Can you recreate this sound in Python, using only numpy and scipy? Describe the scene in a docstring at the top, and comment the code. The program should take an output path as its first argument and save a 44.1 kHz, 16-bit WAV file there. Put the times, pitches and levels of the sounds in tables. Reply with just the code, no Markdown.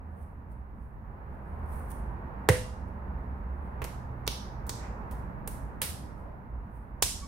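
"""A potter peels wet clay off a kick wheel, slams it back on the wheel head and pats it toward the centre.
Slaps are short coloured bursts, peeling is grainy noise, and the wheel rings as a bank of dying sines.
A hard-walled workshop answers the clay at once and then with a short noise tail.
On a road outside, traffic rumbles as bands of noise and drones as gliding tones, under a faint hiss."""
import sys
import numpy as np
from scipy import signal
from scipy.fft import rfft, irfft, next_fast_len
from scipy.io import wavfile
from scipy.ndimage import map_coordinates

SR = 44100
rng = np.random.default_rng(int(sys.argv[2]) if len(sys.argv) > 2 else 0)


def put_to_file(sound):
    """Save the sound as 16-bit audio at rate SR, in the file named by the first command-line argument."""
    columns = np.atleast_2d(sound).T  # one column per channel
    safe = np.clip(columns, -1, 1)
    whole_steps = np.round(safe * 32767)
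    wavfile.write(sys.argv[1], SR, whole_steps.astype(np.int16))


N = 320827  # length in samples


def amp(db):
    """Decibels to gain."""
    return 10 ** (np.asarray(db) / 20)


def unit(x):
    """Scale to rms 1."""
    return x / np.sqrt(np.mean(x ** 2) + 1e-20)


def along(points, hz):
    """Read (Hz, value) points on a log frequency axis."""
    f, v = np.transpose(points)
    return np.interp(np.log(hz + 1), np.log(f + 1), v)


def wobble(rate):
    """A smooth random curve with rate knots a second."""
    knots = rng.standard_normal(int(N * rate / SR) + 4)
    return map_coordinates(knots, [np.arange(N) * rate / SR])


def swell(s, half):
    """A smooth rise and fall around time s."""
    return np.exp(-((np.arange(N) / SR - s) / half) ** 2)


def band(hz, centre, q, order=2):
    """Gain of a broad resonance with steep skirts."""
    detuning = q * ((hz + 1) / centre - centre / (hz + 1))
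    return 1 / np.hypot(1, detuning ** order)


def filtered(x, response):
    """Multiply the spectrum of x by a response of frequency."""
    m = next_fast_len(N + SR // 2)
    return irfft(rfft(x, m) * response(np.fft.rfftfreq(m, 1 / SR)), m)[..., :N]


def add(track, s, sound):
    """Mix a sound in at time s."""
    part = track[..., round(s * SR):][..., :sound.shape[-1]]
    part += sound[..., :part.shape[-1]]


# How alike diffuse sound is at the two microphones. Each row: frequency in Hz, left-right likeness (-1 to 1).
LIKENESS = [(60, 0.91), (250, 0.97), (500, 0.62), (800, .1), (1400, -0.26), (3000, .05), (10000, .03)]


def rush(spectrum):
    """Diffuse stereo noise of rms 1: the mid and side shares set the likeness of left and right."""
    def mid_side_gains(hz):
        turn = np.arccos(np.clip(along(LIKENESS, hz), -1, 1)) / 2
        return amp(along(spectrum, hz)) * [np.cos(turn), np.sin(turn)]

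    mid, side = filtered(rng.standard_normal((2, N)), mid_side_gains)
    return unit(np.array([mid + side, mid - side]))


# The road outside as vehicles come and go. Each row: time in seconds, loudness in dB.
ROAD_LOUDNESS = [(0.0, -59), (0.69, -61), (1.01, -58.5), (1.74, -50), (2.24, -51.5), (2.47, -50),
                 (2.71, -52.5), (3.73, -52.5), (3.89, -52.5), (5.04, -50), (6.84, -58.5), (7.01, -57.5),
                 (7.27, -56.5)]
USUAL_DB = -54.5  # the road at its usual loudness


def road_above_usual():
    """Loudness of the road over its usual level, in dB for each sample."""
    seconds, db = np.transpose(ROAD_LOUDNESS)
    return np.interp(np.arange(N) / SR, seconds, db) - USUAL_DB


# Colour of the hiss. Each row: frequency in Hz, relative level in dB.
HISS_COLOUR = [(1000, 12), (4000, 3), (7500, -10), (10000, 12.5), (13000, 17.5), (15500, 17)]


def hiss(hiss_db=-80, grows=0.51):
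    """A faint diffuse hiss gains grows dB for each dB of the road."""
    return amp(hiss_db + grows * road_above_usual()) * rush(HISS_COLOUR)


def drone(row, waver, waver_rate, overtone_db, flutter_db=1.0):
    """A far, unsteady tone with a weak octave swells and glides by."""
    s, half, centre_hz, glide, db = row
    hz = centre_hz + glide * (np.arange(N) / SR - s)
    phase = 2 * np.pi * np.cumsum(hz * (1 + waver * wobble(waver_rate))) / SR
    tone = np.sqrt(2) * (np.sin(phase) + amp(overtone_db) * np.sin(2 * phase))
    return amp(db + flutter_db * wobble(waver_rate)) * swell(s, half) * tone


# Colours of the road's rumble, body and tyre roar. Each row: frequency in Hz, relative level in dB.
RUMBLE_COLOUR = [(20, -16.5), (32, -18), (46, -4.5), (58, -.5), (78, -7.5), (105, -13.5), (150, -17.5),
                 (300, -85.5)]
BODY_COLOUR = [(70, -17), (120, 6), (160, 2.5), (195, 8), (260, 2), (350, -10), (600, -51)]
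TYRE_COLOUR = [(200, -14.5), (350, -1.5), (520, -2), (700, -2), (920, 2), (1120, -3), (1300, -5.5),
               (1750, -10.5), (2300, -20.5), (2750, -27), (3200, -37), (4500, -42.5), (8000, -62)]
# Engines that drone up and fade. Each row: peak time in seconds, half length in seconds,
# pitch at the peak in Hz, glide in Hz per second, level in dB.
ENGINES = [(0.19, 0.25, 79, -5, -45), (1.658, 0.3, 76, 0.5, -40), (2.08, 0.12, 57, 10, -37.5),
           (3.25, 0.46, 68.3, -1, -39.5), (3.1, .5, 187, -0.5, -51), (4.1, .27, 122.8, -7.5, -45.5),
           (4.75, .3, 118, -9.5, -48), (3.5, 0.12, 62, -6.5, -38.5)]
RUMBLE_DB, BODY_DB, TYRE_DB = -41.5, -50, -50  # each layer at the usual loudness
# dB gained for each dB of the road: the bass also carries from far away
RUMBLE_GROWS, BODY_GROWS, TYRE_GROWS = .4, 0.6, 0.95


def traffic():
    """One loudness drives three noise layers, each wavering by itself; engine tones drone through them."""
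    busy = road_above_usual()
    rumble = amp(RUMBLE_DB + RUMBLE_GROWS * busy + 0.77 * wobble(7.8)) * rush(RUMBLE_COLOUR)
    body = amp(BODY_DB + BODY_GROWS * busy + .9 * wobble(15)) * rush(BODY_COLOUR)
    roar = amp(TYRE_DB + TYRE_GROWS * busy + 0.65 * wobble(4.2)) * rush(TYRE_COLOUR)
    engines = sum(drone(row, waver=.004, waver_rate=9, overtone_db=-19.5) for row in ENGINES)
    return rumble + body + roar + engines


# A faint far squeal. One row: peak time in seconds, half length in seconds, pitch at the peak in Hz,
# glide in Hz per second, level in dB.
FAR_SQUEAL = (7.24, 0.02, 1121.5, -200, -50.5)
# Vague far-off noises. Each row: peak time in seconds, half length in seconds, centre in Hz, level in dB.
FAR_SWELLS = [(0.174, .073, 577, -58.5), (4.854, 0.063, 1830, -55), (5.5, .45, 125.6, -47),
              (5.905, 0.52, 253, -56), (6.28, .08, 606, -52)]


def far_noises(swell_q=1.94):
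    """Soft swells of band-passed noise and one wavering squeal among the traffic."""
    out = drone(FAR_SQUEAL, waver=0.0048, waver_rate=81, overtone_db=-15)
    for s, half, centre_hz, db in FAR_SWELLS:
        noise = unit(filtered(rng.standard_normal((2, N)), lambda hz: band(hz, centre_hz, swell_q)))
        out = out + amp(db) * swell(s, half) * noise
    return out


# Decay of the hard-walled workshop. Each row: frequency in Hz, time to fall 60 dB in seconds.
ROOM_DECAY = [(100, 1), (500, 0.19), (1500, 0.3), (3000, 0.44), (5500, 0.54), (9000, 0.42), (12000, 0.39),
              (16000, 0.21)]


def workshop(x, near_db=-8, tail_db=-6, near_t60=0.081, build=0.023, bass_hz=500):
    """Nearby shelves scatter the sound at once; the hall's tail builds up behind them."""
    hz, frames, z = signal.stft(rng.standard_normal((2, SR)), SR, nperseg=256)
    decay = amp(-60 * frames / along(ROOM_DECAY, hz)[:, None])
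    tail = signal.istft(z * decay, SR, nperseg=256)[1]
    t = np.arange(tail.shape[1]) / SR
    tail = tail * (1 - np.exp(-t / build))
    near = rng.standard_normal(tail.shape) * amp(-60 * t / near_t60) * (t > .002)
    answer = amp(near_db) * near / np.linalg.norm(near[0]) + amp(tail_db) * tail / np.linalg.norm(tail[0])
    # thin walls let the bass escape
    answer = signal.lfilter(*signal.butter(1, bass_hz, "high", fs=SR), answer)
    return signal.fftconvolve(x, answer, axes=1)[:, :N]


# Colour of tacky clay. Each row: frequency in Hz, relative level in dB.
TACKY_COLOUR = [(2000, -8), (4000, -17), (7300, -14), (9300, 1), (11000, -4.5), (15500, -6.5)]
# Sticky clay letting go of the wheel or the fingers. Each row: peak time in seconds,
# level in dB before the overall trim, rise in seconds, fall in seconds.
LETTING_GO = [(.225, -65.5, .05, 0.029), (.52, -67, .014, 0.012), (.83, -76, .05, 0.054),
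              (1.34, -77, .03, .04), (1.49, -75, .05, .12), (1.725, -55, .032, 0.11),
              (1.91, -44.5, .008, 0.011), (2.88, -70, .008, 0.011), (3.65, -74.5, .05, 0.054),
              (6.2, -71.5, .03, .03), (6.756, -69, .03, 0.049)]


def peel(peel_db=-2, grain_db=4):
    """Sticky clay lets go as grainy noise that rises exponentially to a peak, then dies away."""
    t = np.arange(N) / SR
    pull = 0
    for s, db, rise, fall in LETTING_GO:
        pull = pull + amp(db) * np.exp(-np.maximum((s - t) / rise, (t - s) / fall))
    grains = unit(rush(TACKY_COLOUR) * amp(grain_db * wobble(900)))
    return amp(peel_db) * pull * grains


SLAM_S = 2.489  # the lump lands
# Ringing of the wheel head and frame. Each row: frequency in Hz, level in dB, time to fall 60 dB in seconds.
WHEEL_MODES = [(72, -21.5, 0.23), (107.5, -29, .56), (136, -23.5, .19), (351.4, -32, 0.15),
               (456, -16, 0.036), (503, -21.5, .36), (634, -40, .6), (910, -42, .4), (1910, -47, 0.42),
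               (2073, -38.5, 0.24), (2800, -46.5, 0.51), (3000, -48, .35)]


def slam(rise_cycles=0.91, thud_db=-11, thud_hz=120, sink_s=.0155, half_s=0.0061):
    """Wheel head and frame ring; the lump's full weight follows as one low shove while it flattens."""
    out = np.zeros((2, N))
    t = np.arange(SR) / SR
    ring = np.zeros(SR)
    for hz, db, t60 in WHEEL_MODES:
        onset = 1 - np.exp(-(t * hz / rise_cycles) ** 2)
        ring += amp(db - 60 * t / t60) * np.sin(2 * np.pi * hz * t) * onset
    shove = -np.cos(2 * np.pi * thud_hz * (t - sink_s)) * np.exp(-((t - sink_s) / half_s) ** 2)
    add(out, SLAM_S, ring + amp(thud_db) * shove)
    return out


LEAD_S = .004  # a short soft fade-in before each full blow


def burst(colour_db, length, snap, size=4096):
    """A sharp contact and a dying fizz through a causal colour, with the energy of 10 ms at rms 1."""
    t = (np.arange(size) - round(LEAD_S * SR)) / SR
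    # one noise shared by both ears plus one for each
    fizz = rng.standard_normal(size) + rng.standard_normal((2, size))
    fizz = fizz * np.exp(-abs(t) / length) * (t >= 0)
    push = rfft(fizz / np.linalg.norm(fizz[0]) + snap * (t == 0))
    # flatten the noise burst so that only the given colour shapes it, then fade it in time
    push = irfft(push / abs(push))
    push = push * np.clip(1 + t / LEAD_S, 0, 1) ** 2 * np.exp(-(t / (10 * length)) ** 2)
    # folding the cepstrum gives the colour minimum phase, so it never sounds ahead of the push
    cepstrum = irfft(np.log(amp(colour_db(np.fft.rfftfreq(size, 1 / SR)))))
    cepstrum[1:size // 2] *= 2
    cepstrum[size // 2 + 1:] = 0
    coloured = irfft(rfft(push) * np.exp(rfft(cepstrum)))
    return unit(coloured) * np.sqrt(SR / 100 / size)


# Colour of the lump's wet base landing. Each row: frequency in Hz, relative level in dB.
SPLAT_COLOUR = [(60, -10.5), (250, -2.5), (450, 19.5), (600, 8.5), (1000, 7), (1350, 1), (1850, 8),
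                (2500, -3), (4500, -9), (7300, -10.5), (9000, -4), (12000, -12.5), (16000, -15.5)]


def splat(splat_db=-16):
    """The wet base of the lump smacks flat on the wheel head."""
    out = np.zeros((2, N))
    smack = burst(lambda hz: along(SPLAT_COLOUR, hz), length=0.0064, snap=0.6)
    add(out, SLAM_S - LEAD_S, amp(splat_db) * smack)
    return out


# Colours of clay knocked on the wheel and of water squeezed out. Each row: frequency in Hz, relative level in dB.
KNOCK_COLOUR = [(40, -42), (80, 4), (115, 9), (180, -15), (290, -8), (440, 1.5), (620, -6.5), (1000, -1.5),
                (1400, -11.5), (2200, -10.5), (5000, -30)]
SPRAY_COLOUR = [(1500, -14.5), (5000, -14), (7300, -9.5), (9000, -1.5), (11000, -2.5), (14000, -3.5),
                (16000, 6)]
# Palm pats on clay, some built of two overlapping bursts; each row is one burst: time in seconds,
# squeeze length in seconds, smack level in dB, air pocket in Hz, pocket Q, wet spray level in dB, knock level in dB.
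PAT_BURSTS = [(3.8182, .007, -45, 2210, 2.3, -52.5, -34), (3.842, .0051, -42, 5650, 0.43, -55.5, -51),
              (3.848, 0.0033, -61.5, 5700, .54, -51, -38.5), (4.2667, 0.0073, -45.5, 5860, .95, -55, -45),
              (4.2772, 0.0013, -30.5, 4140, 1.19, -35, -32.5), (4.2779, 0.0022, -36, 2970, 2.3, -48, -38.5),
              (4.6665, 0.011, -64, 5960, .8, -50, -70), (4.6936, 0.0044, -36, 5420, 1.06, -40.5, -38.5),
              (5.111, 0.017, -59.5, 4960, 0.47, -50.5, -49.5), (5.4755, 0.004, -61.5, 5200, 1.4, -36, -41),
              (5.8175, 0.0023, -36.5, 2440, 1.3, -29, -40), (5.82, 0.026, -34.5, 2640, 0.58, -30, -40.5),
              (7.024, 0.003, -24.5, 7100, 1.5, -28.5, -27.5), (7.0256, 0.0093, -25, 4740, 0.73, -27.5, -42)]
# top of a light and of a heavy spray; the level between them
FINE_SPRAY_HZ, COARSE_SPRAY_HZ, COARSE_DB = 16070, 11900, -35


def pats(brisk_s=0.0024):
    """Palm pats as bursts that blend a popping air pocket, a water spray and a knock of the lump on the wheel."""
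    out = np.zeros((2, N))
    hz = np.fft.rfftfreq(4096, 1 / SR)  # the grid of burst()
    for s, length, smack_db, pocket_hz, pocket_q, spray_db, knock_db in PAT_BURSTS:
        # a heavy spray has bigger drops and sounds duller
        fineness = 1 / (1 + amp(spray_db - COARSE_DB) ** 2)
        top_hz = COARSE_SPRAY_HZ + (FINE_SPRAY_HZ - COARSE_SPRAY_HZ) * fineness
        pocket = amp(smack_db) * unit(band(hz, pocket_hz, pocket_q, order=4))
        spray = amp(spray_db) * unit(amp(along(SPRAY_COLOUR, hz)) / np.hypot(1, (hz / top_hz) ** 5))
        knock = amp(knock_db) * unit(amp(along(KNOCK_COLOUR, hz)))
        power = pocket ** 2 + spray ** 2 + knock ** 2
        snap = 1 / (1 + (length / brisk_s) ** 2)  # only a brisk squeeze makes a hard crack
        blow = burst(lambda hz: 10 * np.log10(power), length, snap)
        add(out, s - LEAD_S, np.sqrt(power.mean()) * blow)
    return out


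def scene():
    """Clay work in the room, over the road and a faint hiss."""
    clay = pats() + splat() + peel()
    wheel = slam()
    room = workshop(clay + amp(-6) * wheel)
    return clay + wheel + room + traffic() + far_noises() + hiss()


TOP_HZ = 15800  # band limit of the microphones


def record(dry, balance_db=1.43):
    """The right microphone is a little louder than the left; a steep cut ends the treble."""
    balanced = dry * amp([[-balance_db], [balance_db]])
    return filtered(balanced, lambda hz: 1 / (1 + (hz / TOP_HZ) ** 120))


dry = scene()
out = record(dry)
put_to_file(out)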